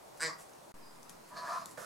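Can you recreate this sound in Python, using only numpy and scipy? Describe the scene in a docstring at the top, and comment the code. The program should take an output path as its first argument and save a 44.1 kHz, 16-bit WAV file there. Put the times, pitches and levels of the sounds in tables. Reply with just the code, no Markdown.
"""Over a steady garden hush, grass stirs and a goose beside a pond gives one short, hoarse honk:
pulses and breath ringing its windpipe, beak and throat. Small ticks and rustles dot the scene.
The hush drops out for an instant and returns fuller with a faint thump, and a gosling peeps thinly.
The goose adds a softer, husky rasp of fluttering air; a soft bump and rustle come last.
Hard surfaces nearby answer briefly."""
import sys
import numpy as np
from scipy import signal
from scipy.fft import irfft
from scipy.io import wavfile
from scipy.ndimage import uniform_filter1d

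SR = 44100
rng = np.random.default_rng(int(sys.argv[2]) if len(sys.argv) > 2 else 0)


def wav_out(sig):
    """Save sig, one row per channel (or a flat mono array), as 16-bit PCM at SR to the path in sys.argv[1]."""
    wavfile.write(sys.argv[1], SR, np.round(np.clip(np.atleast_2d(sig).T, -1, 1) * 32767).astype(np.int16))


N = 81585
T = np.arange(N) / SR
DROPOUT_START_S, DROPOUT_END_S = .7205, .7413


def amp(db):
    """Decibels to gain."""
    return 10 ** (np.asarray(db) / 20)


def unit(x):
    """Scales to rms 1."""
    return x / np.sqrt(np.mean(x ** 2) + 1e-20)


def read(points, hz):
    """Reads a table on a log-frequency axis."""
    f, value = np.transpose(points)
    return np.interp(np.log(hz + 1), np.log(f + 1), value)


def level(s, db):
    """A fader ride through the given points, silent outside them."""
    return amp(np.interp(T, s, db, left=-140, right=-140))


def wander(size):
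    """Random drift of rms 1, smoothed over `size` samples."""
    return unit(uniform_filter1d(uniform_filter1d(rng.standard_normal(N), size), size))


def colour(x, points):
    """Minimum-phase EQ of energy 1: the points set the tone, not the overall level."""
    log_gain = np.log(amp(read(points, abs(np.fft.fftfreq(8192, 1 / SR)))))
    taps = np.fft.ifft(np.exp(np.conj(signal.hilbert(log_gain)))).real[:2048]
    return signal.fftconvolve(x, taps / np.linalg.norm(taps))[:N]


def slide(x, points, span_s, first, last):
    """Crossfades three tunings of an EQ, moving its peaks from `first` to `last` times their pitch."""
    progress = np.interp(T, span_s, [0, 1])
    out = 0
    for step in (0, .5, 1):
        fade = np.maximum(1 - 2 * abs(progress - step), 0)
        tuning = first + (last - first) * step
        out = out + colour(x * fade, [(hz * tuning, db) for hz, db in points])
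    return out


def resonate(x, hz, width_hz):
    """Two like resonators in series, centred on a fixed or moving frequency."""
    carrier = np.exp(2j * np.pi * np.cumsum(hz * np.ones(N)) / SR)
    pole = np.exp(-np.pi * width_hz / SR)
    for _ in range(2):
        x = 2 * (carrier * signal.lfilter([1 - pole], [1, -pole], x / carrier + 1e-18)).real
    return x


def pulses(cycles):
    """A sharp pulse at each whole cycle, placed between samples; rms 1."""
    out = np.zeros(N)
    for i in np.flatnonzero(np.diff(np.floor(cycles)) > 0):
        near = np.arange(max(i - 12, 0), min(i + 13, N))
        offset = near - i - (np.floor(cycles[i + 1]) - cycles[i]) / (cycles[i + 1] - cycles[i])
        out[near] += np.sinc(offset) * np.cos(np.pi * offset / 26) ** 2
    return unit(out)


def strike(start_s, decay_s):
    """An envelope that jumps up and dies away."""
    return (T >= start_s) * np.exp(-np.maximum(T - start_s, 0) / decay_s)


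def swell(peak_s, half_width_s):
    """A bell-shaped envelope."""
    return np.exp(-((T - peak_s) / half_width_s) ** 2)


def pan(x, left_db=0):
    """Mono to stereo, with the left side `left_db` above the right."""
    return x * amp([[left_db / 2], [-left_db / 2]])


def reflections(x, wet_db):
    """Hard surfaces nearby add a short, sparse tail, each band dying at its own speed."""
    # Decay to -60 dB: frequency_hz, decay_s
    decay = [(150, 0.46), (400, 0.15), (1100, 0.37), (1800, 0.33), (2800, 0.17), (5000, 0.27), (8500, 0.22),
             (14000, 0.16)]
    # Likeness of left and right: frequency_hz, correlation
    likeness = [(150, 1), (350, 0.56), (600, 0.46), (1200, -0.19), (2500, 0.59), (8000, 0.82)]
    predelay_s, build_s = .0031, .0011
    t = np.arange(SR // 2) / SR
    echoes = rng.choice([-1., 1.], (2, len(t))) * (rng.random((2, len(t))) < .1)
    onset = np.clip((t - predelay_s) / build_s, 0, 1) ** .5
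    hz, age_s, bands = signal.stft(echoes * onset, SR, nperseg=256)
    same = np.clip(read(likeness, hz), -1, 1)[:, None]
    mid, side = bands[0] * np.sqrt(1 + same), bands[1] * np.sqrt(1 - same)
    fade = amp(-60 * age_s / read(decay, hz)[:, None])
    tail = signal.istft(np.array([mid + side, mid - side]) * fade, SR, nperseg=256)[1]
    return x + amp(wet_db) * signal.fftconvolve(x, tail / np.linalg.norm(tail[0]), axes=1)[:, :N]


def hush(spectrum, level_db):
    """A wide, steady bed of garden noise with faint drifting patches."""
    # Stereo width: frequency_hz, side_over_mid_db
    width = [(60, -3), (170, -7), (330, 3), (600, 2), (1000, 0), (2400, -1.5), (4500, -1.5), (8000, -9.5),
             (14000, -26)]
    hz = np.fft.rfftfreq(1024, 1 / SR)
    mid_re, mid_im, side_re, side_im, patches = rng.standard_normal((N // 256 + 5, len(hz), 5)).T
    dip_db = unit(uniform_filter1d(uniform_filter1d(patches, size=10, axis=0), size=10, axis=1))
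    bands = np.array([mid_re + 1j * mid_im, (side_re + 1j * side_im) * amp(read(width, hz))[:, None]])
    bands *= amp(read(spectrum, hz)[:, None] - dip_db)
    mid, side = signal.istft(bands, nperseg=1024, noverlap=768)[1][:, :N]
    return amp(level_db) * unit(np.array([mid + side, mid - side]))


def rustles():
    """Grass rubs in brief swells of fine, grainy friction."""
    # Stirs of the grass: start_s, length_s, level_db
    stirs = [(0.17, 0.018, -60), (0.381, 0.049, -58), (1.095, 0.012, -56), (1.273, 0.036, -63),
             (1.668, 0.078, -62), (1.773, 0.08, -56)]
    # Friction EQ: frequency_hz, gain_db
    grass_eq = [(60, -59), (500, -8), (2500, -1.5), (4500, -5), (7200, 2.5), (8700, -0.5), (10800, 4),
                (12500, -5.5), (16000, -14)]
    envelope = 0
    for start_s, length_s, db in stirs:
        arch = np.sin(np.pi * np.clip((T - start_s) / length_s, 0, 1))
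        envelope = envelope + amp(db) * np.sqrt(np.maximum(arch, 0))
    grain = unit(rng.standard_normal(N) * amp(1.6 * wander(size=40)))
    return pan(colour(grain * envelope, grass_eq))


def honk():
    """Hoarse pulses and breath ring windpipe and beak, then the throat; the closing beak darkens it."""
    # Shape of the call: time_s, pitch_hz, nasal_db, throat_db, treble_db
    call = [(.198, 146.3, -52, -57, -60), (.206, 150.1, -41, -56, -42.5), (0.218, 156.8, -34, -52, -38),
            (0.227, 160.3, -31, -43, -35.5), (0.237, 162.3, -37, -42, -38), (.252, 163.4, -44, -39, -50),
            (0.269, 160, -46.5, -45, -45), (0.282, 144.6, -43, -48, -49.5), (0.297, 138.1, -65, -59, -67)]
    # Nasal resonances: frequency_hz, gain_db
    nasal_eq = [(300, -30), (850, -25), (1120, -4.5), (1320, -13.5), (1590, 5), (1750, -0.5), (1900, 8),
                (2100, -10), (2400, -4.5), (2750, -27), (3400, -34), (5000, -48), (11000, -69)]
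    # Steady windpipe resonances: frequency_hz, gain_db
    windpipe_eq = [(1500, -40), (3300, -17), (3900, -9), (4560, -14), (4840, 10), (5100, -13), (6100, -12),
                   (6800, -18), (9000, -42), (11000, -65)]
    # Resonances of the wide-open beak: frequency_hz, gain_db
    beak_eq = [(4500, -50), (6800, -17), (7500, -2), (8050, 3), (8500, -3), (9050, -19), (10000, -7.5),
               (10600, -19), (11700, -52), (12500, -23), (13300, -18), (14300, -33), (16000, -32)]
    # Resonances of the low throat tone: frequency_hz, gain_db
    throat_eq = [(90, -40), (160, -8.5), (320, -11), (490, -0.5), (640, -5.5), (800, -15.5), (1110, -4),
                 (1400, -16), (1900, -0.5), (2400, -11), (2900, -24), (4850, -6.5), (11000, -46)]
    start_s, jitter, shimmer_db = .1986, .007, .8
    opening_s, shutting_s = (.205, .236), (.223, .274)
    s, hz, nasal_db, throat_db, treble_db = np.transpose(call)
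    pitch = np.interp(T, s, hz) * (1 + jitter * wander(size=200))
    cycles = np.cumsum(pitch) / SR
    cycles -= np.interp(start_s, T, cycles)  # a pulse lands right on the attack
    buzz = pulses(cycles) * amp(shimmer_db * wander(size=200))
    puffs = unit(np.exp(-(cycles % 1)) * rng.standard_normal(N))
    nasal_drive = (buzz + amp(-6.5) * puffs) * level(s, nasal_db)
    nasal = slide(nasal_drive, nasal_eq, opening_s, first=.912, last=1)
    treble_drive = (buzz + amp(-8) * puffs) * level(s, treble_db)
    windpipe = amp(-3) * colour(treble_drive, windpipe_eq)
    beak = amp(-2.5) * slide(treble_drive, beak_eq, shutting_s, first=1, last=.932)
    throat = colour(buzz * level(s, throat_db), throat_eq)
    closing_ring = unit(resonate(buzz + puffs, hz=1103, width_hz=240))
    closing_ring *= amp(-44) * swell(peak_s=.2938, half_width_s=.025)
    voice = windpipe_smear(nasal + windpipe + beak) + closing_ring
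    return reflections(pan(voice), wet_db=-6) + reflections(pan(throat), wet_db=1)


def windpipe_smear(x):
    """The long windpipe delays each frequency differently, so a pulse becomes a short burst."""
    ripple = unit(uniform_filter1d(uniform_filter1d(rng.standard_normal(1025), size=32), size=32))
    delay_s = .0006 * (1 + .57 * ripple)
    burst = irfft(np.exp(-2j * np.pi * np.cumsum(delay_s) * SR / 2048))[:512]
    return signal.fftconvolve(x, burst)[:N]


def ticks():
    """Tiny snaps, each a bright noise burst gone in milliseconds."""
    # Snaps: start_s, level_db, decay_s, left_over_right_db
    snaps = [(0.494, -54, 0.0023, -2), (.534, -54.5, .002, 1), (0.959, -58, 0.0025, -5),
             (1.03, -45.5, 0.0011, 11.5), (1.0949, -45, 0.0022, 7.5), (1.658, -35.5, .0012, 5),
             (1.7118, -50, 0.0015, -12)]
    # Snap EQ: frequency_hz, gain_db
    snap_eq = [(40, -31), (300, 1), (1200, -4.5), (2600, -8.5), (4500, -3.5), (6700, 3.5), (8500, -1.5),
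               (10500, 0.5), (13000, -9), (16000, -29)]
    out = 0
    for start_s, db, decay_s, left_db in snaps:
        burst = rng.standard_normal(N) * amp(db) * strike(start_s, decay_s)
        out = out + pan(colour(burst, snap_eq), left_db)
    return out


def peep():
    """The gosling's thin, slightly wavering whistle."""
    # Shape of the whistle: time_s, pitch_hz, level_db
    whistle = [(.812, 5030, -72), (.829, 4950, -69), (.840, 4840, -66), (0.866, 4940, -66),
               (.889, 4966, -60.5), (.896, 5000, -84)]
    s, hz, db = np.transpose(whistle)
    pitch = np.interp(T, s, hz) * (1 + .0048 * wander(size=150))
    return pan(np.sqrt(2) * np.sin(2 * np.pi * np.cumsum(pitch) / SR) * level(s, db))


def rasp():
    """Uneven flutter and air ring the goose's throat; its resonances waver and rise with effort."""
    # Levels of the husky core and the resonances flanking it: time_s, core_db, flank_db
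    call = [(1.300, -62.5, -75), (1.328, -47, -56.5), (1.35, -54.5, -55.5), (1.372, -43.5, -50.5),
            (1.415, -49.5, -51), (1.441, -41.5, -51), (1.478, -45, -42), (1.499, -37, -50.5),
            (1.538, -36.5, -47.5), (1.553, -39.5, -51), (1.569, -36.5, -63), (1.583, -39.5, -57),
            (1.6, -55, -63), (1.63, -45.5, -58), (1.655, -81, -72)]
    # The slowing flutter: time_s, rate_hz
    flutter_rate = [(1.38, 165), (1.52, 110)]
    # Throat resonances: centre_hz, half_width_hz, gain_db, core_share (0-1)
    modes = [(652, 49, -7.5, 0.72), (1004, 20, -6, 0.89), (1043, 38, -5.5, 0.87), (1146, 46, -4.5, 0.79),
             (1259, 36, -6.5, 0.68), (1397, 62, -11.5, 0.52), (1717, 67, -4, 0.02)]
    # Air through the beak: time_s, level_db
    breath_curve = [(1.31, -71), (1.352, -65), (1.374, -53.5), (1.42, -59.5), (1.48, -52.5), (1.54, -51),
                    (1.585, -55), (1.62, -59), (1.649, -62)]
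    # Breath EQ: frequency_hz, gain_db
    breath_eq = [(500, -49), (1000, 0), (2000, 4), (2600, -1), (3300, -5), (4100, 1), (4900, 3),
                 (5700, -0.5), (6400, -1.5), (7300, -5), (8100, -4), (9200, -12.5), (10500, -4.5),
                 (13000, -17), (16000, -25)]
    jitter, effort_bend, waver, flicker_db = .2, .056, .011, 1.5
    s, core_db, flank_db = np.transpose(call)
    core, flank = level(s, core_db), level(s, flank_db)
    rate_hz = np.interp(T, *np.transpose(flutter_rate)) * np.exp(jitter * wander(size=100))
    cycles = np.cumsum(rate_hz) / SR
    flutter = pulses(cycles)
    puffs = unit((.5 + np.exp(-(cycles % 1))) * rng.standard_normal(N))
    tuning = 1 + effort_bend * (core / core.max() - .5)
    husk = 0
    for hz, half_width_hz, db, share in modes:
        centre_hz = hz * tuning * (1 + waver * wander(size=1300))
        ring = resonate(flutter + .56 * puffs, centre_hz, 2 * half_width_hz)
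        ring /= np.sqrt(uniform_filter1d(ring ** 2, size=1300) + 1e-12)  # evens out the level
        envelope = share * core + (1 - share) * flank
        husk = husk + amp(db + flicker_db * wander(size=900)) * ring * envelope
    breath = colour(puffs * level(*np.transpose(breath_curve)), breath_eq)
    opening_hiss = unit(resonate(flutter + .19 * puffs, hz=4450, width_hz=920))
    opening_hiss *= amp(-52) * swell(peak_s=1.383, half_width_s=.022)
    return reflections(pan(husk + breath + opening_hiss), wet_db=-5.5)


def bump():
    """A dull knock with a low thud, running on into a soft scrape."""
    # Body of the knock: frequency_hz, gain_db
    knock_eq = [(60, -25), (140, -6), (320, -16), (530, 0), (680, 3), (820, -10), (1100, -4), (1900, -11),
                (2800, -20), (10000, -26)]
    # Scrape EQ: frequency_hz, gain_db
    scrape_eq = [(50, -26), (350, -8), (520, 7.5), (800, -4), (1120, 7.5), (1430, 7), (2400, -11),
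                 (5000, -8.5), (6400, -6), (9000, -47), (15000, -46)]
    start_s, decay_s, scrape_rise_s = 1.7745, .012, .0038
    thud_hz, thud_rise_s = 142, .012
    hit = strike(start_s, decay_s)
    knock = colour(rng.standard_normal(N) * amp(-44.5) * hit, knock_eq)
    fade_in = np.clip((T - start_s) / scrape_rise_s, 0, 1)
    scrape = colour(rng.standard_normal(N) * amp(-55.5) * fade_in, scrape_eq)
    soft_hit = hit * (1 - strike(start_s, thud_rise_s))
    thud = amp(-41.5) * soft_hit * np.sin(2 * np.pi * thud_hz * (T - start_s))
    return reflections(pan(knock + scrape, left_db=-6.5), wet_db=.5) + thud


def scene():
    """Goose, gosling and small sounds over a garden bed that changes tone at the dropout."""
    # Opening hush: frequency_hz, relative_db
    early_eq = [(15, -35), (25, 15), (64, -37), (110, -15.5), (160, -4.5), (240, -13.5), (320, -8),
                (451, -8), (659, -4), (1610, -16), (1790, -18), (2910, -23), (9070, -22), (16000, -30.5)]
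    # Later hush, fuller in the lows: frequency_hz, relative_db
    late_eq = [(15, -24), (25, 5), (64, -23), (115, -3.5), (190, 3.5), (280, -1), (575, -1.5), (818, -3.5),
               (936, -1), (1790, -11.5), (1940, -11.5), (3250, -18.5), (5000, -14.5), (5880, -16.5),
               (9570, -16.5), (16000, -25)]
    garden = np.where(T < DROPOUT_START_S, hush(early_eq, -54.5), hush(late_eq, -55))
    goose = honk() + rasp()
    gosling_and_grass = reflections(peep() + rustles(), wet_db=-2)
    return garden + goose + gosling_and_grass + reflections(ticks(), wet_db=-5.5) + bump()


def record(dry):
    """The mix drops out for an instant and returns with a faint thump; the very top is rolled off."""
    dropout = np.where((T > DROPOUT_START_S) & (T < DROPOUT_END_S), amp(-29), 1)
    thump = -amp(-50.5) * strike(DROPOUT_END_S, decay_s=.22)
    lowpass = signal.firwin(511, cutoff=16000, window=("kaiser", 9), fs=SR)
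    return signal.oaconvolve(dry * dropout + thump, lowpass[None], "same")


dry = scene()
out = record(dry)
wav_out(out)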